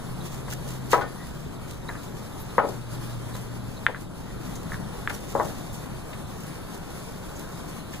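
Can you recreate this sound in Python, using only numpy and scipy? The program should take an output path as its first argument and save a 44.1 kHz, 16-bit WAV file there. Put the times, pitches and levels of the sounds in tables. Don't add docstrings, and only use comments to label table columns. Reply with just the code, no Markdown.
import sys
import numpy as np
from scipy import signal
from scipy.fft import rfft, irfft
from scipy.io import wavfile
from scipy.ndimage import uniform_filter1d

SR = 44100
rng = np.random.default_rng(int(sys.argv[2]) if len(sys.argv) > 2 else 0)


def file_out(sig):
    cols = np.atleast_2d(sig).T
    lim = np.clip(cols, -1, 1)
    pcm = np.round(lim * 32767).astype(np.int16)
    wavfile.write(sys.argv[1], SR, pcm)


N = 352800
EVENT_N = 2 ** 15
T, HZ = np.arange(EVENT_N) / SR, np.fft.rfftfreq(EVENT_N, 1 / SR)


def gain_of(db):
    return 10 ** (np.asarray(db) / 20)


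def unit_rms(x):
    return x / np.sqrt(np.mean(x ** 2) + 1e-20)


def curve(points, hz, column=1):
    columns = np.transpose(points)
    return np.interp(np.log(hz + 1), np.log(columns[0] + 1), columns[column])


def panned(pan_db):
    return gain_of(np.array([[pan_db / 2], [-pan_db / 2]]))


def add(mix, start_s, sound):
    part = mix[:, round(start_s * SR):][:, :sound.shape[-1]]
    part += sound[..., :part.shape[1]]


def irregular_times(per_s):
    times = (np.arange(128) + rng.random(128)) / per_s
    return times[times < N / SR]


def minimum_phase(gain):
    log_gain = np.log(np.maximum(np.r_[gain, gain[-2:0:-1]], 1e-5))
    return np.fft.ifft(np.exp(np.conj(signal.hilbert(log_gain)))).real


def crested_tone(hz, crest_s):
    return T / crest_s * np.exp(1 - T / crest_s) * np.sin(2 * np.pi * hz * T)


def damped_mode(hz, t60_s, phase_turns):
    return np.exp(-np.log(1000) * T / t60_s) * np.sin(2 * np.pi * (hz * T + phase_turns))


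def contact(x, corner_hz):
    return signal.lfilter(*signal.butter(3, min(corner_hz, SR / 3), fs=SR), x)


def scatter(colour, t60_s, coherence, rise_s):
    left, other = irfft(np.exp(2j * np.pi * rng.random((2, len(HZ)))) * colour)
    right = coherence * left + np.sqrt(1 - coherence ** 2) * other
    hz, t, spectra = signal.stft([left, right], SR, nperseg=256)
    band_t60_s = t60_s if np.isscalar(t60_s) else curve(t60_s, hz)[:, None]
    tail = signal.istft(spectra * 10 ** (-3 * t / band_t60_s), SR, nperseg=256)[1][:, :EVENT_N]
    tail *= 1 - np.exp(-(T / rise_s) ** 2)
    return tail / np.sqrt(np.sum(tail ** 2) / 2)


# f/Hz, relative level/dB
AIR_SPECTRUM = [(15, -9), (20, -2), (60, -1), (92, -3.5), (160, 1), (230, -5.5), (330, -8), (600, -12),
                (900, -15), (1400, -19.5), (2000, -25.5), (2900, -27), (6500, -31), (11000, -31),
                (15300, -40.5)]
# f/Hz, coherence, L-R/dB, left lead/rad
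MIC_PORTS = [(50, 1, -4.5, 0.93), (118, 0.95, -1, 1.24), (242, 0.93, 11, -1.5), (458, 1, 3.5, -1.4),
             (805, 0.85, 5.5, -1.35), (1510, 0.024, -0.5, 0), (2850, 0.029, 5, 16), (5600, 0.028, 2, -45),
             (10500, 0.021, -5, -29)]
# t/s, rumble gain/dB, overall gain/dB
AIR_DRIFT = [(0, 2.5, 0), (1.6, 0, 0.5), (3.3, -0.5, 0.37), (4.1, 2.5, -0.5), (4.45, 2, 1.5), (5.6, 0, 1),
             (6.3, -0.5, 0.5), (7.5, -1, 1.1), (8, 0.5, -0.5)]


def air(level_db=-36, patchy_db=3.0, flutter_db=2.24, swell_db=1.94, leaves_db=-0.54, rumble_hz=220):
    frames, hz = N // 512 + 5, np.fft.rfftfreq(2048, 1 / SR)
    a, b, c, d, patches = rng.standard_normal((5, frames, len(hz))).transpose(0, 2, 1)
    coherence, pan_db, lead_rad = (curve(MIC_PORTS, hz, column=k)[:, None] for k in (1, 2, 3))
    left = a + 1j * b
    right = coherence * left * np.exp(-1j * lead_rad) + np.sqrt(1 - coherence ** 2) * (c + 1j * d)
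    patches = unit_rms(uniform_filter1d(uniform_filter1d(patches, size=10, axis=1), size=10, axis=0))
    flutter = unit_rms(uniform_filter1d(rng.standard_normal(frames), size=4))
    swell = unit_rms(uniform_filter1d(rng.standard_normal(frames), size=40))
    stir_db = leaves_db + patchy_db * patches + swell_db * swell + flutter_db * flutter
    treble_share = (hz / (hz + 2500))[:, None]
    times, *drifts = np.transpose(AIR_DRIFT)
    rumble_db, overall_db = (np.interp(np.arange(frames) * 512 / SR, times, db) for db in drifts)
    drift_db = overall_db + rumble_db / (1 + (hz[:, None] / rumble_hz) ** 2)
    field_db = curve(AIR_SPECTRUM, hz)[:, None] + treble_share * stir_db + drift_db
    spectra = np.array([left * gain_of(pan_db / 2), right * gain_of(-pan_db / 2)]) * gain_of(field_db)
    return gain_of(level_db) * unit_rms(signal.istft(spectra, nperseg=2048, noverlap=1536)[1][:, :N])


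# t/s, level/dB
ENGINE_LEVELS = [(0.1, -39), (0.83, -37), (1.41, -45.5), (2.67, -42.5), (2.71, -35), (3.64, -38.5),
                 (3.83, -41.5), (7.76, -54), (7.8, -62)]


def engine(fast_hz=128.7, slow_hz=118.9, ease_at_s=1.75, ease_s=0.098, trim_db=-1, waver=0.22):
    t = np.arange(N) / SR
    eased = (1 + np.tanh((t - ease_at_s) / ease_s)) / 2
    firing = np.exp(2j * np.pi * np.cumsum(fast_hz + (slow_hz - fast_hz) * eased) / SR)
    a, b = unit_rms(uniform_filter1d(uniform_filter1d(rng.standard_normal((2, N)), size=1500), size=900))
    level = gain_of(trim_db + np.interp(t, *np.transpose(ENGINE_LEVELS)))
    tone = np.sqrt(2) * level * firing * (1 + waver * (a + 1j * b))
    return panned(pan_db=1) * np.real([tone * np.exp(1j), tone])


# centre t/s, level/dB, f/Hz, width/Hz, length/s
NEAR_SQUEAKS_AND_SLIP = [(0.217, -50.5, 3680, 450, 0.027), (1.887, -46.5, 3940, 260, 0.016),
                         (2.416, -48, 12300, 2800, 0.038), (3.351, -49.5, 3810, 450, 0.021),
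                         (3.778, -54, 3990, 350, 0.023), (4.56, -45.5, 6400, 1200, 0.016),
                         (5.147, -46, 5800, 300, 0.014), (7.366, -47.5, 6750, 1200, 0.018)]
# centre t/s, level/dB
FAR_CALLS = [(1.215, -52), (4.3, -57), (4.49, -57)]
CALL_HZ, CALL_WIDTH_HZ, CALL_S = 1930, 110, 0.073
CHIRP_DB, CHIRP_HZ, CHIRP_SPREAD_HZ, CHIRP_WIDTH_HZ, CHIRP_S = -61.5, 3710, 230, 380, 0.028


def chirps_and_slip(far_chirps_per_s=14):
    out = np.zeros((2, N))
    low = [(s, db, CALL_HZ, CALL_WIDTH_HZ, CALL_S) for s, db in FAR_CALLS]
    times = irregular_times(far_chirps_per_s)
    pitches_hz = CHIRP_HZ + CHIRP_SPREAD_HZ * rng.uniform(-1, 1, size=128)
    far = [(s, CHIRP_DB, hz, CHIRP_WIDTH_HZ, CHIRP_S) for s, hz in zip(times, pitches_hz)]
    for s, db, hz, width_hz, length_s in NEAR_SQUEAKS_AND_SLIP + low + far:
        start_s = max(s - 2 * length_s, 0)
        envelope = np.exp(-np.minimum((2 * (T + start_s - s) / length_s) ** 2, 20))
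        band = np.exp(-np.minimum(((HZ - hz) / width_hz) ** 2, 20))
        noise = unit_rms(irfft(rfft(rng.standard_normal(EVENT_N)) * band))
        add(out, start_s, gain_of(db) * envelope * noise)
    return out


# peak t/s, level/dB, fade/s
BRUSH_STROKES = [(0.256, -38, 0.027), (0.33, -42.5, 0.038), (0.505, -40.5, 0.039), (0.527, -33, 0.012),
                 (0.69, -41, 0.041), (0.92, -28.5, 0.031), (1.70, -45, 0.075), (2.04, -49, 0.07),
                 (2.40, -53, 0.047), (2.69, -44, 0.05), (3.353, -43.5, 0.036), (4.008, -43, 0.019),
                 (4.455, -47, 0.12), (5.103, -42, 0.022), (5.147, -43.5, 0.056), (5.295, -44.5, 0.17),
                 (5.45, -42.5, 0.11), (5.75, -43, 0.037), (6.41, -48, 0.052), (6.744, -45.5, 0.04),
                 (7.06, -52, 0.54), (7.37, -47, 0.061), (7.936, -41.5, 0.037)]
# f/Hz, relative level/dB
BRUSH_SPECTRUM = [(500, -15), (1500, -4), (2800, 1), (4500, -1), (6500, 2), (9000, -2), (12000, -3),
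                  (15500, -7)]
RUSTLES_PER_S, RUSTLE_DB, RUSTLE_FADE_S = 3, -52, 0.11
SNAPS_PER_S, SNAP_DB, SNAP_S = 90, -4, 0.0035


def brushes(rise_share=0.34, grain_db=4.0, pan_db=-1, bright_db=1.0, bright_hz=6600, width_hz=1800):
    t, hz = np.arange(N) / SR, np.fft.rfftfreq(N, 1 / SR)
    rustles = [(s, RUSTLE_DB, RUSTLE_FADE_S) for s in irregular_times(RUSTLES_PER_S)]
    coarse_t, power = t[::32], 0
    for s, db, fade_s in BRUSH_STROKES + rustles:
        stroke = np.exp(-np.maximum((s - coarse_t) / rise_share, coarse_t - s) / fade_s)
        power += (gain_of(db) * stroke) ** 2
    balance_db = curve(MIC_PORTS, hz, column=2) + pan_db
    colour_db = curve(BRUSH_SPECTRUM, hz) + bright_db * np.exp(-((hz - bright_hz) / width_hz) ** 2)
    colour = gain_of(colour_db + np.array([balance_db, -balance_db]) / 2)
    grains = rng.standard_normal((2, N))
    grains *= gain_of(grain_db * unit_rms(uniform_filter1d(rng.standard_normal(N), size=24)))
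    impulses = rng.standard_normal((2, N)) * (rng.random(N) < SNAPS_PER_S / SR)
    snap = rng.standard_normal(EVENT_N) * np.exp(-T / SNAP_S)
    snaps = signal.oaconvolve(impulses, snap[None])[:, :N]
    friction = unit_rms(grains) + gain_of(SNAP_DB) * unit_rms(snaps)
    return np.interp(t, coarse_t, np.sqrt(power)) * unit_rms(irfft(rfft(friction) * colour, N))


# f/Hz, T60/s
PATIO_DECAY = [(200, 0.48), (600, 0.17), (1500, 0.14), (4000, 0.19), (12000, .15)]


def patio(colour):
    return scatter(colour, PATIO_DECAY, coherence=0.19, rise_s=0.058)


# t/s, place, level/dB, contact corner/Hz, ring/dB, return delay/s, return gain/dB
LANDINGS = [(0.482, "rail", -27, 2500, -1, .008, -12), (0.9317, "rail", -3.5, 2000, 3.5, .0085, -26),
            (0.9777, "rail", -14.5, 1200, -3, .007, -1.5), (1.0100, "rail", -21, 3300, 8, .0055, -13),
            (1.8889, "bed", -32, 2400, 4, 0.00304, 1), (2.581, "bed", -4, 2120, 1.5, .0082, -15),
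            (2.6383, "bed", -12.5, 756, 7, 0.0067, -5), (3.351, "rail", -29, 2200, -2, .008, -7),
            (3.8858, "bed", -19.5, 790, 4.5, .008, -2.5), (5.104, "rail", -24.5, 1900, -1.5, 0.0033, -8),
            (5.3509, "corner", -9, 1000, 3.5, .0065, -8.5), (5.3978, "corner", -8.5, 1340, 1, 0.0071, -4.5)]
# f/Hz, level/dB, crest/s
BED_PUSH = [(235, -25, 0.0041), (525, -8.5, 0.002), (952, -3, 0.00069), (1603, -10.5, 0.00072),
            (1910, -17, 0.0017)]
# f/Hz, rail level/dB, bed level/dB, corner level/dB
SLATE_MODES = [(240, -21, -11, -9), (287.6, -15, -6, -7), (342.4, -4.5, -15, -5), (394.7, -7.5, -5, -7),
               (429, 2, -12, -18), (489.4, 3, -11, -23), (558.6, -4, 3, 8.5), (620, -2, 3, 6.5),
               (760, 1, -2, -3), (808, 6, 0.5, -10), (820, 4, -7, 3), (871, -3, 4, -7),
               (947, -15, -18, -10), (962, -2, 1, -9), (983, 8, 2, -11), (1090, 1, -8, 2),
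               (1216, -3, 3, -27), (1255, 1.5, 1, -19), (1310, -8, -3.5, -20), (1300, -1, -1, -16),
               (1445, -5, 2, -18), (1800, -8, -10, -1), (1820, -26, -7, -20), (1830, -21, -4, -3),
               (1950, -24, -18, -8), (2000, -9, -18, -22)]
# f/Hz, relative level/dB
WASH_SPECTRUM = [(60, -24), (200, -14.5), (330, -13.5), (480, -4), (700, -1), (950, -2), (1300, -4.5),
                 (1900, -12), (2500, -14), (3500, -17), (6000, -41), (12000, -65)]


def knocks(median_t60_s=0.21, modes_db=-4, wash_db=-4, wash_t60_s=0.084, room_db=-6, pan_db=7.5):
    out, colour = np.zeros((2, N)), gain_of(curve(WASH_SPECTRUM, HZ))
    thump = -sum(gain_of(db) * crested_tone(hz, crest_s) for hz, db, crest_s in BED_PUSH)
    mode_hz, rail_db, bed_db, corner_db = np.transpose(SLATE_MODES)[:, :, None]
    place_db = {"rail": rail_db, "bed": bed_db, "corner": corner_db}
    t60_s = median_t60_s * (mode_hz / np.median(mode_hz)) ** -0.4
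    for s, place, db, corner_hz, ring_db, return_s, return_db in LANDINGS:
        push = sum(gain_of(k * return_db) * np.interp(T - k * return_s, T, thump, left=0)
                   for k in range(3))
        modes = gain_of(place_db[place]) * damped_mode(mode_hz, t60_s, rng.random(mode_hz.shape))
        ring = modes.sum(0) * (1 - np.exp(-T / 0.004))
        ring *= gain_of(modes_db) / np.linalg.norm(ring)
        wash = gain_of(wash_db) * scatter(colour, wash_t60_s, coherence=0.15, rise_s=0.0073)
        room = gain_of(room_db) * patio(colour)
        tail = np.linalg.norm(thump) * gain_of(ring_db) * (ring + wash + room)
        add(out, s, gain_of(db) * panned(pan_db) * contact(push + tail, corner_hz))
    return out


# t/s, level/dB, pocket and rail rattle/dB
BALL_HITS = [(0.5255, -28, 5), (1.9003, -22, -7), (1.952, -32, 11), (3.8657, -0.8, -8.5),
             (3.9465, -19.5, 0), (3.9585, -26, 2), (5.075, -9.5, -7.5), (5.1037, -18, -3)]
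# f/Hz, relative level/dB
BALL_SPECTRUM = [(150, -61), (500, -17), (900, -3.5), (1200, 1.5), (1750, 9), (2100, 2.5), (2650, -1),
                 (3400, -6), (4200, -22), (4800, -38), (6000, -33), (9000, -25)]
SOFT_CONTACT_HZ, FORCE_CONTACT_HZ = 1770, 6100
POCKET_HZ, POCKET_WIDTH_HZ, BALL_PAN_DB = 1830, 4800, 3


def clacks(trim_db=-2, rattle_t60_s=0.08, room_db=-17, echo_s=0.018, echo_db=-21, bed_db=-24):
    out, colour = np.zeros((2, N)), gain_of(curve(BALL_SPECTRUM, HZ))
    pulse = minimum_phase(colour)
    pulse /= abs(pulse).max()
    pocket = colour / np.hypot(1, 2 * (HZ - POCKET_HZ) / POCKET_WIDTH_HZ)
    for s, db, rattle_db in BALL_HITS:
        corner_hz = SOFT_CONTACT_HZ + FORCE_CONTACT_HZ * gain_of(db)
        rattle = gain_of(rattle_db) * scatter(pocket, rattle_t60_s, coherence=0.42, rise_s=0.00049)
        bed = gain_of(bed_db) * patio(gain_of(curve(WASH_SPECTRUM, HZ)))
        tail = np.linalg.norm(pulse) * (rattle + bed + gain_of(room_db) * patio(colour))
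        clack = gain_of(db + trim_db) * panned(BALL_PAN_DB) * contact(pulse + tail, corner_hz)
        add(out, s, clack)
        add(out, s + echo_s, gain_of(echo_db) * clack)
    return out


# t/s, level/dB, centre f/Hz, fade/s
DRAGS = [(0.9205, -28, 2270, 0.027), (1.012, -41, 3280, 0.02), (4.552, -42, 7000, .012),
         (5.096, -28, 1500, 0.01), (5.0965, -37, 6000, .006), (5.138, -41, 7500, .012),
         (5.728, -43, 8900, 0.019), (6.129, -40.5, 1720, 0.017), (7.934, -39.5, 1730, 0.018)]


def scuffs(width_octaves=1.2, rise_s=0.001, pan_db=3):
    out = np.zeros((2, N))
    for s, db, centre_hz, fade_s in DRAGS:
        band = np.exp(-(np.log2((HZ + 1) / centre_hz) / width_octaves) ** 2)
        envelope = (1 - np.exp(-T / rise_s)) * np.exp(-T / fade_s)
        grit = unit_rms(irfft(rfft(rng.standard_normal((2, EVENT_N))) * band))
        add(out, s, gain_of(db) * panned(pan_db) * envelope * grit)
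    return out


# t/s, level/dB
SHAFT_BOUNCES = [(0.93, -40), (1.0100, -32), (1.0206, -34), (1.036, -41)]
# f/Hz, level/dB, T60/s
SHAFT_MODES = [(1257, -4, 0.2), (1470, -1.5, 0.2), (1540, -14, .15), (1790, -17, .13), (1812, -9, 0.27),
               (2050, -6, 0.12)]


def cue(rise_s=0.001, pan_db=3):
    out = np.zeros((2, N))
    for s, level_db in SHAFT_BOUNCES:
        ring = sum(gain_of(db) * damped_mode(hz, t60_s, rng.random()) for hz, db, t60_s in SHAFT_MODES)
        add(out, s, gain_of(level_db) * panned(pan_db) * (1 - np.exp(-T / rise_s)) * ring)
    return out


# t/s, level/dB, f/Hz
POCKET_CLINKS = [(1.891, -25.5, 1580), (1.892, -25, 1710), (4.7198, -24, 1750), (4.733, -29, 1820),
                 (4.743, -27, 1760), (5.466, -43, 1640), (5.481, -42, 1840)]


def clinks(crest_s=0.0006, room_db=-10, rattle_db=-3, rattle_t60_s=0.13):
    out, colour = np.zeros((2, N)), gain_of(curve(BALL_SPECTRUM, HZ))
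    for s, db, hz in POCKET_CLINKS:
        ring = crested_tone(hz, crest_s)
        rattle = gain_of(rattle_db) * scatter(colour, rattle_t60_s, coherence=0.65, rise_s=0.00073)
        tail = contact(rattle + gain_of(room_db) * patio(colour), SOFT_CONTACT_HZ)
        add(out, s, gain_of(db) * panned(BALL_PAN_DB) * (ring + np.linalg.norm(ring) * tail))
    return out


def scene():
    impacts = knocks() + cue() + clacks() + clinks()
    return impacts + brushes() + scuffs() + air() + engine() + chirps_and_slip()


# f/Hz, share subtracted
WIDENER_FEED = [(600, 0.088), (1300, 0.63), (2700, 0.52), (5300, 0.25), (8000, 0.26), (13000, 0.12)]


def widen(x, delay_s=0.000366):
    hz = np.fft.rfftfreq(N, 1 / SR)
    feed = curve(WIDENER_FEED, hz) * np.exp(-2j * np.pi * hz * delay_s)
    return x - irfft(rfft(x[::-1]) * feed, N)


def excess_db(x, threshold_db, recovery_db_per_s):
    over_db = np.maximum(20 * np.log10(abs(x).max(0) + 1e-9) - threshold_db, 0)
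    fall_db = np.arange(N) * recovery_db_per_s / SR
    return np.maximum.accumulate(over_db + fall_db) - fall_db


def record(dry, duck_share=0.45, duck_attack_s=0.044, cutoff_hz=15600):
    wide = widen(dry)
    pole = np.exp(-1 / (duck_attack_s * SR))
    over_db = excess_db(wide, threshold_db=-9, recovery_db_per_s=17)
    duck_db = duck_share * signal.lfilter([1 - pole], [1, -pole], over_db)
    limit_db = uniform_filter1d(excess_db(wide, threshold_db=-1, recovery_db_per_s=16), size=16)
    low_pass = signal.firwin(511, cutoff_hz, window=("kaiser", 9), fs=SR)
    return signal.oaconvolve(wide / gain_of(duck_db + limit_db), low_pass[None], "same")


dry = scene()
out = record(dry)
file_out(out)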